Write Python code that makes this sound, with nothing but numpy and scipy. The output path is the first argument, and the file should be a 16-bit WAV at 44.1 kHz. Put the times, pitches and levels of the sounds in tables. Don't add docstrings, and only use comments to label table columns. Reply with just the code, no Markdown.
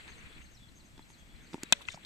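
import sys
import numpy as np
from scipy import signal
from scipy.io import wavfile
from scipy.ndimage import uniform_filter1d

SR = 44100
rng = np.random.default_rng(int(sys.argv[2]) if len(sys.argv) > 2 else 0)


def wav_record(signal):
    frames = np.transpose(np.atleast_2d(signal))
    bounded = np.clip(frames, -1, 1)
    quanta = np.round(bounded * 32767).astype(np.int16)
    wavfile.write(sys.argv[1], SR, quanta)


def convert_level_to_amplitude(level_db):
    exponent = np.asarray(level_db, float) / 20
    return 10 ** exponent


N = 90404

BLOW_S, BOUNCE_S = 1.7242, 1.6336
BLADE_LAG_S = 0.00015

# freq_hz, level_db
AIR_EDGE = [(14300, -26), (14600, -70)]


def evened(x):
    return x / np.sqrt(np.mean(x ** 2) + 1e-20)


def read(points, hz):
    f, value = np.transpose(points)
    return np.interp(np.log(hz + 1), np.log(f + 1), value)


def add(mix, s, sound):
    part = mix[:, round(s * SR):][:, :sound.shape[-1]]
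    part += sound[..., :part.shape[1]]


def band(x, hz, spread):
    edges = np.clip([hz * (1 - spread), hz * (1 + spread)], 30, SR / 2.1)
    return signal.sosfilt(signal.butter(2, edges, "band", fs=SR, output="sos"), x)


def stereo_noise(size, shared=0):
    noise = rng.standard_normal((size, 2)).T
    return noise + shared * noise[::-1]


def ring(hz, db, t60, t, peak_s=0):
    return convert_level_to_amplitude(db - 60 * t / t60) * np.cos(2 * np.pi * hz * (t - peak_s))


def bat_crack():
    # freq_hz, left_db, right_db, t60_s
    blade = [(216, -16, -17, 0.028), (688, -12.5, -9.5, 0.015), (942, -11, -16, 0.02),
             (1534, -4.5, 1, 0.0079), (2560, -9.5, -5.5, 0.0083), (3080, -18, -7, 0.011),
             (3604, -4.5, 3.5, 0.0086), (3900, -2, 6, 0.0053), (4670, -2.5, -9.5, 0.0082),
             (5700, 1, 8, 0.0044), (6450, 4, -3, 0.0065), (7210, 0.5, 4, 0.006), (7960, 10, 8, 0.0032),
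             (10080, -3, -4, 0.0043)]
    contact_s, body_lead_s = 0.0009, 0.0004
    lag_from_hz, lag_to_hz = 2000, 3300
    tick_db, tick_hz, tick_s, tick_spread = -9, 13000, 0.00041, 0.15
    t = np.arange(2000) / SR
    tick = band(rng.standard_normal(len(t)), tick_hz, tick_spread)
    tick = band(tick, tick_hz, tick_spread) * np.exp(-np.abs(t - contact_s) / tick_s)
    crack = convert_level_to_amplitude(tick_db) * tick * np.ones((2, 1))
    for hz, left_db, right_db, t60 in blade:
        lag = np.array([[BLADE_LAG_S * (lag_from_hz < hz < lag_to_hz)], [0]])
        lead = body_lead_s * (hz < lag_from_hz)
        crack += ring(hz, np.array([[left_db], [right_db]]), t60, t, contact_s + lag - lead)
    return crack * convert_level_to_amplitude(-8) * np.minimum(t / contact_s, 1)


def echoes(crack):
    # delay_s, peak_db, left_right_db, centre_hz, smear_s
    near = [(.0024, -30, 6, 8200, 0.0011), (.007, -23, 13, 2650, 0.003), (.002, -42, 0, 12200, .008),
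            (.005, -33, 8, 6300, 0.0019), (.001, -36, -1, 12000, .003)]
    # delay_s, peak_db, left_right_db, centre_hz, smear_s
    far = [(.011, -48, 0, 3500, .02), (.012, -53, 0, 5800, .06), (.042, -46, 2, 2700, .008),
           (.082, -47, 0, 1050, .015), (.09, -43, 0, 3000, .014), (.095, -49, 0, 7000, .005),
           (.127, -42, 3, 3100, .004), (.153, -45, 8, 2300, .006), (.15, -48, 0, 110, .003),
           (.1603, -33, 12, 2500, .002), (.1612, -44, 6, 1100, .005), (.1608, -40, 6, 6000, .003),
           (.1608, -49, 3, 10000, .002), (.168, -46, 6, 3200, .025), (.204, -45, 4, 3000, .004),
           (.2115, -44, 4, 3200, .003), (.194, -47, 4, 2600, .005), (.2185, -46, 0, 1300, .003),
           (.305, -50, 3, 2800, .012), (.3238, -31, 3, 3400, .004)]
    spread, damp_s = 0.3, 0.0007
    out = np.zeros((2, N))
    snap = crack * np.exp(-np.arange(crack.shape[1]) / SR / damp_s)
    t = np.arange(6000) / SR
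    for delay, db, pan_db, hz, smear in near + far:
        taps = stereo_noise(len(t)) * np.exp(-(t / smear) ** 2)
        back = signal.fftconvolve(snap, taps, axes=1)
        back = band(band(back, hz, spread), hz, spread)
        back = back / np.abs(back).max(axis=1, keepdims=True)
        add(out, BLOW_S + delay, back * convert_level_to_amplitude([[db + pan_db / 2], [db - pan_db / 2]]))
    return out


def swells():
    # delay_s, freq_hz, left_db, right_db, crest_s
    rings = [(.2175, 665, -42.5, -42, 0.0031), (0.25, 866, -43, -44, 0.0024),
             (.0004, 3750, -16, -22, 0.0013), (.0025, 8100, -30, -36, .0008),
             (0.18, 3660, -37, -50, 0.0017), (.161, 1000, -42, -49, .003), (.001, 2535, -14.5, -29, 0.0033),
             (0.00054, 3150, -17, -14, 0.0029), (0.00099, 3560, -19.5, -29, 0.0037),
             (0.0036, 2050, -29.5, -26, 0.0038), (0.0047, 4300, -28, -36, .002),
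             (0.00303, 1014, -31.5, -34, 0.0028), (.002, 1540, -35, -28.5, 0.0037),
             (.1603, 2552, -25.5, -40, 0.0023), (.161, 2060, -28.5, -45, 0.0032),
             (.1603, 1430, -35, -45, 0.0028), (.1603, 3114, -36, -48, 0.0025)]
    t, out = np.arange(1500) / SR, np.zeros((2, N))
    for delay, hz, left_db, right_db, crest in rings:
        u = t / crest
        wave = np.sin(2 * np.pi * hz * (t - np.array([[BLADE_LAG_S], [0]])))
        add(out, BLOW_S + delay, convert_level_to_amplitude([[left_db], [right_db]]) * u * np.exp(0.5 - u ** 2 / 2) * wave)
    return out


def bat():
    crack = bat_crack()
    out = echoes(crack) + swells()
    add(out, BLOW_S, crack)
    return out


def push(db, hz):
    left_lag_s, turns = 0.00024, 1.75
    t = np.maximum(np.arange(1000) / SR - [[left_lag_s], [0]], 0)
    shove = np.sin(2 * np.pi * hz * t) * np.exp(-(t * hz / turns * 2) ** 2 / 2)
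    return convert_level_to_amplitude(db) * signal.sosfilt(signal.butter(2, 110, "high", fs=SR, output="sos"), shove)


def bounce():
    # push_db, push_hz, shell_db
    push_db, push_hz, shell_db = (-32.5, 313, -30)
    # freq_hz, level_db, t60_s
    shell_modes = [(980, 2, 0.0019), (2540, 2, 0.0032), (4450, -2.5, 0.0059), (7230, 9, 0.003),
                   (11000, -5, 0.0021), (12300, -9, 0.0036)]
    # centre_hz, level_db, decay_s
    shell_grit = [(3580, -44, 0.0023), (700, -50, .002), (5570, -44, .002), (7440, -40, .0025),
                  (4500, -48, 0.0027), (2570, -47, 0.0037), (10800, -54, .002), (15200, -50, .0015)]
    out, t = np.zeros((2, N)), np.arange(1000) / SR
    shell = -sum(ring(*mode, t, 0.000208) for mode in shell_modes)
    shell = shell * convert_level_to_amplitude(shell_db) * np.minimum(t / 0.000081, 1)
    add(out, BOUNCE_S, shell * convert_level_to_amplitude([[-2], [0]]) - push(push_db, push_hz))
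    add(out, BOUNCE_S + 0.00059, shell * convert_level_to_amplitude([[-9], [-12]]))
    add(out, BOUNCE_S + 0.0017, -shell * convert_level_to_amplitude([[-9], [-14]]))
    t = np.arange(1500) / SR
    for hz, db, decay in shell_grit:
        grit = band(band(stereo_noise(len(t), 0.37), hz, spread=0.15), hz, spread=0.15)
        add(out, BOUNCE_S, convert_level_to_amplitude(db) * evened(grit) * np.exp(-t / decay))
    return out


def thuds():
    # start_s, push_db, push_hz, knock_db, grit_db
    contacts = [(0.079, -66, 300, -47.5, -45), (0.9783, -47.5, 297, -53.5, -47.5),
                (.993, -43, 278, -44.5, -49.5), (1.102, -58, 289.3, -52, -54), (1.531, -44, 300, -54, -45),
                (1.5344, -56, 230, -52, -41), (1.537, -39, 247, -61, -52), (1.543, -27, 293, -31, -42),
                (1.554, -40, 323, -49, -76), (1.58, -45, 276, -47.5, -75), (1.9432, -41.5, 165, -46, -44)]
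    knock_hz, knock_t60_s, grit_hz, grit_s = 893, 0.018, 2830, 0.0021
    out, t = np.zeros((2, N)), np.arange(1000) / SR
    for start, push_db, push_hz, knock_db, grit_db in contacts:
        grit = band(band(stereo_noise(len(t), 0.17), grit_hz, spread=0.88), grit_hz, spread=0.59)
        grit = evened(grit) * np.exp(-t / grit_s)
        knock = ring(knock_hz, knock_db, knock_t60_s, t) * np.minimum(t / 0.00014, 1)
        add(out, start, convert_level_to_amplitude(grit_db) * grit + knock + push(push_db, push_hz))
    return out


def note(length, from_hz, to_hz, db):
    burr_hz, burr_depth, wobble = 122, 0.36, 0.017
    t = np.arange(0, length, 1 / SR)
    shake = evened(uniform_filter1d(rng.standard_normal(6000), size=60))[:len(t)]
    glide = from_hz + (to_hz - from_hz) * t / length
    hz = glide * (1 + wobble * shake * min(from_hz / 3000, 1))
    burr = 1 + burr_depth * np.sin(2 * np.pi * burr_hz * t + 6 * rng.random()) + 0.3 * shake[::-1]
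    whistle = np.sqrt(np.sin(np.pi * t / length)) * burr * np.sin(2 * np.pi * np.cumsum(hz) / SR)
    return convert_level_to_amplitude(db) * convert_level_to_amplitude([[3], [0]]) * whistle


def birds():
    # offset_s, length_s, from_hz, to_hz, level_db
    phrase = [(0, 0.048, 6510, 6360, -60), (0.045, 0.027, 4700, 3730, -59),
              (.095, 0.029, 6510, 6350, -61.5), (0.194, 0.104, 3410, 3350, -63),
              (0.272, 0.014, 4280, 3900, -57.5)]
    # start_s, level_db
    songs = [(.075, -5), (.41, -7.5), (.748, -6.5), (1.084, -7), (1.415, -10.5)]
    # start_s, length_s, from_hz, to_hz, level_db
    far_calls = [(0.532, 0.034, 6630, 4820, -65.5), (0.566, 0.021, 4400, 3640, -63),
                 (.585, 0.0835, 3500, 3400, -65.5), (1.177, 0.065, 3400, 3260, -67.5),
                 (1.652, 0.017, 3900, 3800, -58.5), (0.317, 0.04, 3700, 3350, -72),
                 (1.4, 0.018, 3050, 3800, -64), (1.458, 0.0268, 4600, 4300, -66), (1.7, .13, 572, 568, -64)]
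    tail_db, tail_s = -3, 0.03
    out = np.zeros((2, N))
    for start, song_db in songs:
        for offset, length, from_hz, to_hz, db in phrase:
            add(out, start + offset, note(length, from_hz, to_hz, db + song_db))
    for start, *call in far_calls:
        add(out, start, note(*call))
    taps = stereo_noise(4000) * np.exp(-np.arange(4000) / SR / tail_s)
    taps = taps / np.linalg.norm(taps[0])
    return out + convert_level_to_amplitude(tail_db) * signal.fftconvolve(out, taps, axes=1)[:, :N]


def scuffs():
    # start_s, length_s, level_db, centre_hz
    rubs = [(1.501, 0.089, -66.5, 6800), (1.9, 0.046, -61.5, 2150), (1.865, 0.072, -58.5, 6600),
            (1.916, 0.016, -51.5, 6000), (1.935, 0.029, -55.5, 6100), (1.535, 0.016, -63.5, 8500),
            (1.81, 0.019, -65.5, 9900), (1.09, 0.033, -69.5, 8400), (1.36, 0.17, -67, 1910)]
    out = np.zeros((2, N))
    for start, length, db, hz in rubs:
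        u = np.linspace(0, 1, round(length * SR))
        noise = band(band(stereo_noise(len(u), 0.62), hz, spread=0.32), hz, spread=0.31)
        add(out, start, convert_level_to_amplitude(db) * np.sqrt(np.sin(np.pi * u)) * evened(noise))
    return out


def hiss(tone, patchy_db, size):
    # freq_hz, coherence (-1 to 1)
    likeness = [(40, 0.15), (290, 0.68), (640, 0.22), (1400, -0.24), (3080, -0.17), (6770, 0.82),
                (10000, 0.97), (14900, 0.92)]
    # freq_hz, left_right_db
    balance = [(60, 2.5), (150, -1.0), (380, -2), (950, -0.5), (2370, 6), (5940, 2.5), (14900, 1)]
    frames, hz = 4 * N // size + 5, np.fft.rfftfreq(size, 1 / SR)
    a, b, c, d, patches = rng.standard_normal((frames, len(hz), 5)).T
    patches = uniform_filter1d(uniform_filter1d(patches, size=10, axis=0), size=10, axis=1)
    patches = evened(patches)
    same = np.clip(read(likeness, hz), -1, 1)[:, None]
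    left = a + 1j * b
    right = same * left + np.sqrt(1 - same ** 2) * (c + 1j * d)
    lean = read(balance, hz)[:, None] / 2
    level_db = read(tone, hz)[:, None] + patchy_db * patches + np.array([lean, -lean])
    spectra = np.array([left, right]) * convert_level_to_amplitude(level_db)
    return evened(signal.istft(spectra, nperseg=size, noverlap=size * 3 // 4)[1][:, :N])


def rustle():
    # time_s, level_db
    movement = [(0.0, -51), (0.19, -55), (0.26, -54.5), (0.398, -57), (0.699, -85.5), (0.91, -73.5),
                (1.33, -66.5), (1.44, -64.5), (1.73, -54.5), (2.05, -60.5)]
    # freq_hz, level_db
    rustle_tone = [(150, -6.5), (350, -6), (700, -14), (1300, -7), (2300, -2), (3000, -9), (4500, -13.5),
                   (5200, -34), (6100, -30), (7800, -17), (10000, -32)]
    level_db = np.interp(np.arange(N) / SR, *np.transpose(movement))
    return convert_level_to_amplitude(level_db) * hiss(rustle_tone + AIR_EDGE[1:], patchy_db=2.5, size=256)


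def wind():
    # freq_hz, level_db
    gust_tone = [(12, -46), (20, 40), (49, -6), (163, -6.5), (333, -15), (441, -29), (700, -24), (910, -34),
                 (1540, -120)]
    return convert_level_to_amplitude(-57) * hiss(gust_tone + [(1500, -68)], patchy_db=2, size=1024)


def air():
    # freq_hz, level_db
    air_tone = [(400, -6), (1900, -3.5), (4300, -8.5), (5300, -13.5), (5900, -12), (6900, -14),
                (7900, -6.5), (9600, -24), (14000, -20)]
    return convert_level_to_amplitude(-63.5) * hiss(air_tone + AIR_EDGE, patchy_db=0.4, size=512)


def scene():
    return bat() + bounce() + thuds() + birds() + scuffs() + rustle() + wind() + air()


def roll_off(x):
    return signal.sosfilt(signal.butter(12, 16000, fs=SR, output="sos"), x)


def record(dry):
    ceiling, top_db = 0.95, -26
    soft = ceiling * np.tanh(dry / ceiling)
    edge_taps = signal.firwin(101, 14300, fs=SR)
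    limited = signal.oaconvolve(soft, edge_taps[None], "same")
    return roll_off(limited + convert_level_to_amplitude(top_db) * (soft - limited))


dry = scene()
out = record(dry)
wav_record(out)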